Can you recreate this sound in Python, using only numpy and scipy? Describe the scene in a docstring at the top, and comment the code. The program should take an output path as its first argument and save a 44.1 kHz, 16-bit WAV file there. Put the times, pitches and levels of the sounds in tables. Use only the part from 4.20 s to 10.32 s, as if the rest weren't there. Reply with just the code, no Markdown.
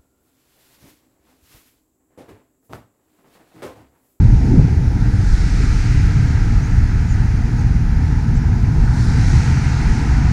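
"""Camera held out of a van window beside a busy highway

Wind thumps and flutters on the microphone: coloured noise that follows lists of buffets and bursts, with one strong gust.
Tyre roar and hiss, heard as bands of noise, drone far away and swell as cars pass.
The van's idling engine is a stack of sine tones, a second engine revs up, and brakes squeak faintly.
The camera housing cuts two narrow notches into all but the wind, and the loudest peaks clip softly."""
import sys
import numpy as np
from scipy import signal
from scipy.fft import rfft, irfft, next_fast_len
from scipy.io import wavfile
from scipy.ndimage import uniform_filter1d, map_coordinates

SR = 44100
rng = np.random.default_rng(int(sys.argv[2]) if len(sys.argv) > 2 else 0)


def to_wav(s):
    """Save 16-bit WAV."""
    ch = np.atleast_2d(s).T  # columns
    pcm = np.round(np.clip(ch, -1, 1) * 32767)  # PCM
    wavfile.write(sys.argv[1], SR, pcm.astype(np.int16))


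def convert_level_to_amplitude(level_db):
    """Map a level in decibels to its linear amplitude factor."""
    exponent = np.asarray(level_db, float) / 20
    return 10 ** exponent


N = 270024  # length in samples, about 6.12 s


def along(points, hz):
    """Reads a curve of (Hz, value) points on a log frequency axis."""
    f, v = np.transpose(points)
    return np.interp(np.log(hz + 1), np.log(f + 1), v)


def curves(rows):
    """One value per sample for each column after the time."""
    s, *cols = np.transpose(rows)
    return [np.interp(np.arange(N) / SR, s, c) for c in cols]


def unit(x):
    """Scaled to rms 1."""
    return x / np.sqrt(np.mean(x ** 2) + 1e-20)


def wobble(rate):
    """A smooth random curve through rate random points a second."""
    points = rng.standard_normal(int(N * rate / SR) + 4)
    return map_coordinates(points, [np.arange(N) * rate / SR])


def filtered(x, response):
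    """x with its spectrum multiplied by a response, a function of frequency in Hz."""
    m = next_fast_len(N + SR // 2)  # spare room so that the end does not wrap to the start
    return irfft(rfft(x, m) * response(np.fft.rfftfreq(m, 1 / SR)), m)[..., :N]


def rush(spectrum, patchy_db):
    """Coloured noise of rms 1, silent outside its spectrum, with patches of random gain."""
    z = signal.stft(rng.standard_normal(N), nperseg=512)[2]
    field = uniform_filter1d(rng.standard_normal(z.shape), size=6, axis=0)
    field = uniform_filter1d(field, size=14, axis=1)
    patchy = signal.istft(z * convert_level_to_amplitude(patchy_db * unit(field)), nperseg=512)[1][:N]
    lowest, highest = spectrum[0][0], spectrum[-1][0]

    def colour(hz):
        return convert_level_to_amplitude(along(spectrum, hz)) * (hz > lowest) * (hz < highest)

    return unit(filtered(patchy, colour))


def steady(x, seconds, share):
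    """Evens out the chance swells of narrow noise, so that the gusts set its level."""
    width = int(seconds * SR)
    power = np.abs(uniform_filter1d(uniform_filter1d(x ** 2, width), width))
    return unit(x / (power + 0.066) ** (np.clip(share, 0, 1) / 2))


def eddies(hz, spread):
    """Noise round a moving pitch, as wide as a share of that pitch: slow random sways read in turns."""
    turns = np.cumsum(hz) / SR
    knots = rng.standard_normal((2, 1200))
    sway = [map_coordinates(k, [turns * spread], mode="wrap") for k in knots]
    return unit(sway[0] * np.cos(2 * np.pi * turns) + sway[1] * np.sin(2 * np.pi * turns))


def lumps(rows):
    """Power of bell-shaped swells given as (s, peak dB, length s)."""
    t = np.arange(N) / SR
    return sum(convert_level_to_amplitude(2 * db) * np.exp(-(2 * (t - s) / length) ** 2) for s, db, length in rows)


def wind():
    """Eddies press on the membrane: deep thumps whose pitch wanders, a faster flutter, and one strong gust."""
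    # Wind between the buffets. Each row: time in seconds, deep thump level, flutter level.
    # Both are in dB before they are stretched below.
    between = [(0, -11, -20.5), (.5, -18, -15.5), (1.0, -16.5, -18.5), (1.5, -12, -21), (1.95, -22, -12.5),
               (2.3, -21, -28.5), (2.6, -15.5, -21), (3.2, -16, -18), (4.0, -18, -18), (4.6, -15.5, -16.5),
               (5.2, -16.5, -13.5), (5.7, -21.5, -22), (6.12, -18, -29)]
    # Deep buffets; the thump's pitch glides from one to the next.
    # Each row: time in seconds, peak level in dB, length in seconds, pitch in Hz.
    buffets = [(0.117, -11, 0.074, 42.5), (0.41, -14, 0.075, 74.3), (0.831, -15, 0.076, 45.86),
               (1.148, -11, .15, 39.1), (1.461, -16, 0.097, 48.1), (1.802, -14, .07, 44.83),
               (2.005, -15, .12, 41.8), (2.297, -15, 0.16, 41.87), (2.636, -15, 0.072, 64.5),
               (2.993, -17, 0.06, 62), (3.594, -18.5, .1, 51.6), (4.248, -20, 0.17, 43.26),
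               (4.657, -12.5, 0.1, 55.26), (4.806, -19, 0.053, 56.4), (5.155, -16, 0.14, 61.9),
               (5.702, -12.5, 0.068, 57.3), (5.928, -10.5, .07, 59.9), (6.053, -13, 0.089, 65.04)]
    # Bursts of flutter. Each row: time in seconds, peak level in dB.
    flaps = [(0.032, -9), (0.139, -11), (.29, -19.5), (.41, -6), (.61, -26), (0.821, -17.5), (1.031, -25),
             (2.14, -13), (2.41, -13.5), (2.579, -17), (4.3, -17.5), (4.8, -20), (5.15, -19), (6.11, -12.5)]
    # The gust as the camera is swung round; its eddies grow and slow down overall.
    # Each row: time in seconds, level in dB, pitch in Hz.
    gust_path = [(.19, -40, 290), (.24, -20, 240.2), (.29, -43, 260.4), (.32, -20.5, 300),
                 (.37, -15, 197.4), (.395, -7, 109.8), (.44, -12.5, 82.4), (.47, -42, 68.9)]
    # Colours of the thump and of the flutter. Each row: frequency in Hz, relative level in dB.
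    deep_colour = [(8, -21), (18, -8.5), (28, 7), (45, -1), (75, -2), (110, -38)]
    flutter_colour = [(55, -38), (75, 8), (90, 0.5), (125, 2.5), (165, -9.5), (210, -43.5), (260, -85)]
    flap_s, sways_per_s = 0.068, 11

    thump_db, flutter_db = curves(between)
    thump_hz, = curves([(s, hz) for s, _, _, hz in buffets])
    thump = eddies(thump_hz, spread=0.4) + convert_level_to_amplitude(0.5) * rush(deep_colour, patchy_db=1.6)
    thump = steady(thump, 0.083, share=0.57)
    flutter = steady(rush(flutter_colour, patchy_db=-0.36), 0.042, share=0.75)
    gust_db, gust_hz = curves(gust_path)
    gust = steady(eddies(gust_hz, spread=0.7), 0.035, share=1.0)

    # A factor of 2 turns dB into power; the excess over 2 stretches the swings in level.
    thump_power = convert_level_to_amplitude(2.28 * (thump_db + 1.5 * wobble(sways_per_s)))
    thump_power = thump_power + lumps([row[:-1] for row in buffets])
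    flutter_power = convert_level_to_amplitude(2.134 * (flutter_db + 1.5 * wobble(sways_per_s)))
    flutter_power = flutter_power + lumps([(s, db, flap_s) for s, db in flaps])
    return np.sqrt(thump_power) * thump + np.sqrt(flutter_power) * flutter + convert_level_to_amplitude(gust_db) * gust


def slap():
    """The sharpest eddy slaps the membrane: one short inward push."""
    # One row: time in seconds, peak level in dB, half width in seconds.
    sharpest = (.396, -8, .0011)
    s, db, width = sharpest
    return -convert_level_to_amplitude(db) * np.exp(-((np.arange(N) / SR - s) / width) ** 2)


def traffic():
    """Tyres near and far: upper bands swell as cars pass; all bands share a slight unevenness of the road."""
    # Upper tyre bands: high roar, whine, hiss, sizzle. Each row: far traffic in dB, passing car in dB,
    # delay of the peak in seconds, factor on the retreat time.
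    upper_bands = [(-43.5, -38, -0.11, 3.25), (-47.5, -39, 0.18, 1.1), (-49, -39.5, 0.022, 0.92),
                   (-65.5, -51, -0.016, 1.03)]
    # Low drone, strongest while the camera is swung round.
    # Each row: time in seconds, body level in dB, edge level in dB.
    drone_level = [(0, -19.5, -33), (.19, -27, -36.5), (.37, -15, -27.5), (.51, -27, -35),
                   (.9, -26.5, -39.5), (1.05, -31.5, -38.5), (1.4, -27, -36), (1.65, -30, -39),
                   (2.6, -28, -40.5), (2.82, -31.5, -41.5), (3.1, -27.5, -40.5), (4.7, -27.5, -39.5),
                   (4.87, -24.5, -38), (5.3, -28, -37.5), (6.12, -24, -40)]
    # Low tyre roar. Each row: time in seconds, level in dB.
    low_roar_level = [(0, -39), (.4, -38.5), (.7, -42), (.86, -40.5), (1.1, -42), (2, -41), (3.1, -41),
                      (4.0, -41), (4.6, -38), (5.0, -37), (6.12, -34.5)]
    # Brief surges, as over a seam in the road.
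    # Each row: time in seconds, dB over the bands before each band's share, length in seconds.
    surges = [(.86, -1, 0.055), (1.44, 0.5, 0.028), (3.4, -3.5, 0.052), (5.45, 2, 0.019)]
    # Colours of the bands. Each row: frequency in Hz, relative level in dB.
    drone_body = [(120, -53), (170, 4.5), (230, 1), (300, -4), (350, -17.5), (450, -59)]
    drone_edge = [(250, -37.5), (330, -1), (420, -4), (520, -7), (620, -16.5), (800, -61)]
    high_roar = [(800, -48), (1050, -11), (1300, -0.5), (1600, 0), (1950, -5), (2500, -44)]
    whine = [(1500, -47), (1950, 0), (2300, -1.5), (2700, -7), (3300, -16), (4200, -49)]
    hiss = [(2200, -39), (3200, -7), (4150, -0.5), (5500, -0.5), (6700, -2.5), (7500, -11.5), (9000, -51)]
    sizzle = [(5500, -57), (7300, 5.5), (8500, 2), (10000, -3.5), (11500, -14), (13000, -35), (14500, -73)]

    road = wobble(5.5)
    levels = curves(drone_level) + curves(low_roar_level)
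    levels += [passing(step, *band) for step, band in enumerate(upper_bands)]
    noises = [rush(drone_body, patchy_db=0.33), rush(drone_edge, patchy_db=1.07), low_roar(patchy_db=1.0),
              rush(high_roar, patchy_db=0.46), rush(whine, patchy_db=0.66),
              rush(hiss, patchy_db=0.8), rush(sizzle, patchy_db=1.5)]
    # One value per band, from the drone up to the sizzle.
    road_db = [0.095, 0.15, 0.24, 0.2, 0.23, 0.28, 0.4]
    seam_share = [0.05, 0.3, 0.58, 0.88, 0.51, 0.19, 0.4]
    seams = lumps(surges)
    return sum(convert_level_to_amplitude(db + r * road) * np.sqrt(1 + share * seams) * noise
               for db, noise, r, share in zip(levels, noises, road_db, seam_share))


def passing(step, far_db, near_db, late_s, linger):
    """Level of one tyre band in dB: far traffic plus cars whose power falls with distance."""
    # Cars passing the microphone. Each row: time when nearest in seconds, level in dB,
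    # approach time in seconds, retreat time in seconds before the band's factor, brightness in dB per band step.
    cars_near = [(.25, -14, 0.37, 0.13, 1.8), (1.17, -3, 0.17, 0.39, 0.74), (1.45, -3, 0.16, 0.53, -0.3),
                 (4.82, -3.5, 0.091, 0.13, 1), (5.081, 0.5, .13, 0.21, 0.65), (5.62, -0.5, .3, .6, -1)]
    shield = 1.62  # the van's body hides a car until it is close: the approach is this much steeper
    t = np.arange(N) / SR - late_s
    power = convert_level_to_amplitude(2 * far_db)
    for s, db, come_s, go_s, bright_db in cars_near:
        approach = (1 + ((t - s) / come_s) ** 2) ** shield
        retreat = 1 + ((t - s) / (linger * go_s)) ** 2
        power = power + convert_level_to_amplitude(2 * (near_db + db + bright_db * step)) / np.where(t < s, approach, retreat)
    return 10 * np.log10(power)


def low_roar(patchy_db):
    """Low tyre roar: a dull and a bright noise cross-faded by the tilt as the camera turns to the road."""
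    # Each row: time in seconds, tilt that sets the mix, from -6 (all dull) to 6 (all bright).
    tilt_path = [(0, -4.5), (.9, -7), (2, -1.5), (4, 1.5), (6.12, 6)]
    # Colour before the tilt. Each row: frequency in Hz, relative level in dB.
    roar_colour = [(400, -50), (560, -10.5), (700, -3), (870, 0.5), (1000, -5), (1200, -21.5),
                   (1500, -64.5)]
    tilt, = curves(tilt_path)
    bright = np.clip((tilt + 6) / 12, 0, 1)
    pair = []
    for slope in (-6, 6):  # dB per octave round 800 Hz
        tilted = [(hz, db + slope * np.log2(hz / 800)) for hz, db in roar_colour]
        pair.append(rush(tilted, patchy_db))
    return np.sqrt(1 - bright) * pair[0] + np.sqrt(bright) * pair[1]


def engines():
    """Idle tones waver together in speed and each in strength; a second engine revs up."""
    # Tones of the idling engine. Each row: multiple of the half-turn rate, rms level in dB at first, rms level
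    # in dB once the camera has turned.
    idle_tones = [(2, -23.5, -26.5), (3, -27.5, -27), (5, -24.5, -28), (6, -25, -24), (8, -33.5, -28.5),
                  (9, -35, -41.5), (11, -47, -38), (12, -44.5, -36), (14, -49, -53.5), (15, -38.5, -52)]
    # A car pulling away alongside. Each row: time in seconds, firing rate in Hz, rms level in dB.
    pull_away = [(4.5, 125.6, -51), (4.95, 129.7, -29), (5.2, 134.5, -20.5), (5.6, 137.9, -22),
                 (5.9, 141.2, -22.5), (6.12, 141.9, -23.5)]
    idle_hz = 19.4  # mean half-turn rate
    t = np.arange(N) / SR
    phase = 2 * np.pi * np.cumsum(idle_hz * (1 + 0.00601 * wobble(1.487))) / SR
    turned = np.clip((t - 2.4) / 1.7, 0, 1)
    idle = 0
    for k, first_db, late_db in idle_tones:
        db = first_db + turned * (late_db - first_db) + 2.3 * wobble(3.002)
        idle = idle + convert_level_to_amplitude(db) * np.sin(k * phase + rng.uniform(0, 2 * np.pi))
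    hz, db = curves(pull_away)
    pulling = convert_level_to_amplitude(db + 1.3 * wobble(6)) * np.sin(2 * np.pi * np.cumsum(hz) / SR)
    pulling = pulling * (t > pull_away[0][0])
    return np.sqrt(2) * (idle + pulling)  # from rms to peak


def squeaks():
    """Brake pads grab and slip: short high tones that flutter in strength and pitch."""
    # Each row: time of the middle in seconds, frequency in Hz, peak level in dB, length in seconds.
    squeak_list = [(2.436, 6200, -43, 0.027), (2.458, 6520, -49, 0.049), (2.913, 6960, -44, 0.055),
                   (2.921, 6390, -44, 0.039), (3.396, 6510, -45, 0.033), (3.413, 8215, -52, 0.019),
                   (4.154, 6960, -44, 0.01), (4.156, 6180, -48, 0.011), (4.169, 7640, -46, 0.023)]
    t = np.arange(N) / SR
    total = 0
    for s, hz, db, length in squeak_list:
        swell = convert_level_to_amplitude(db + 2.9 * wobble(160.7)) * np.exp(-(2 * (t - s) / length) ** 2)
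        total = total + swell * np.sin(2 * np.pi * hz * t + 1.1 * wobble(330))
    return total


def scene():
    """Airborne sound enters through the housing and its notches; wind presses on the membrane directly."""
    # Housing notches. Each row: centre in Hz, width in Hz, depth as a share from 0 to 1.
    notches = [(559, 110, 1), (1106, 88, 0.52)]

    def housing(f):
        return np.prod([1 - d * 1j * f * w / (c * c - f * f + 1j * f * w) for c, w, d in notches], axis=0)

    airborne = filtered(engines() + traffic() + squeaks(), housing)
    return (airborne + wind() + slap())[None]  # one channel


def top_cut(x):
    """Nothing passes above the cut-off."""
    return signal.sosfilt(signal.butter(12, 15260, fs=SR, output="sos"), x)


def record(dry):
    """Adds the microphone's own hiss, then clips softly near full scale."""
    # Colour of the hiss. Each row: frequency in Hz, relative level in dB.
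    hiss_colour = [(6000, -36), (9000, 3), (11000, -2.5), (12800, -5.5), (14000, -7.5), (15000, -17),
                   (16000, -40)]
    x = dry + convert_level_to_amplitude(-63.5) * rush(hiss_colour, patchy_db=-0.5)
    x = x / (1 + np.abs(x / 1.02) ** 8) ** (1 / 8)
    return top_cut(x)


dry = scene()
out = record(dry)
to_wav(out)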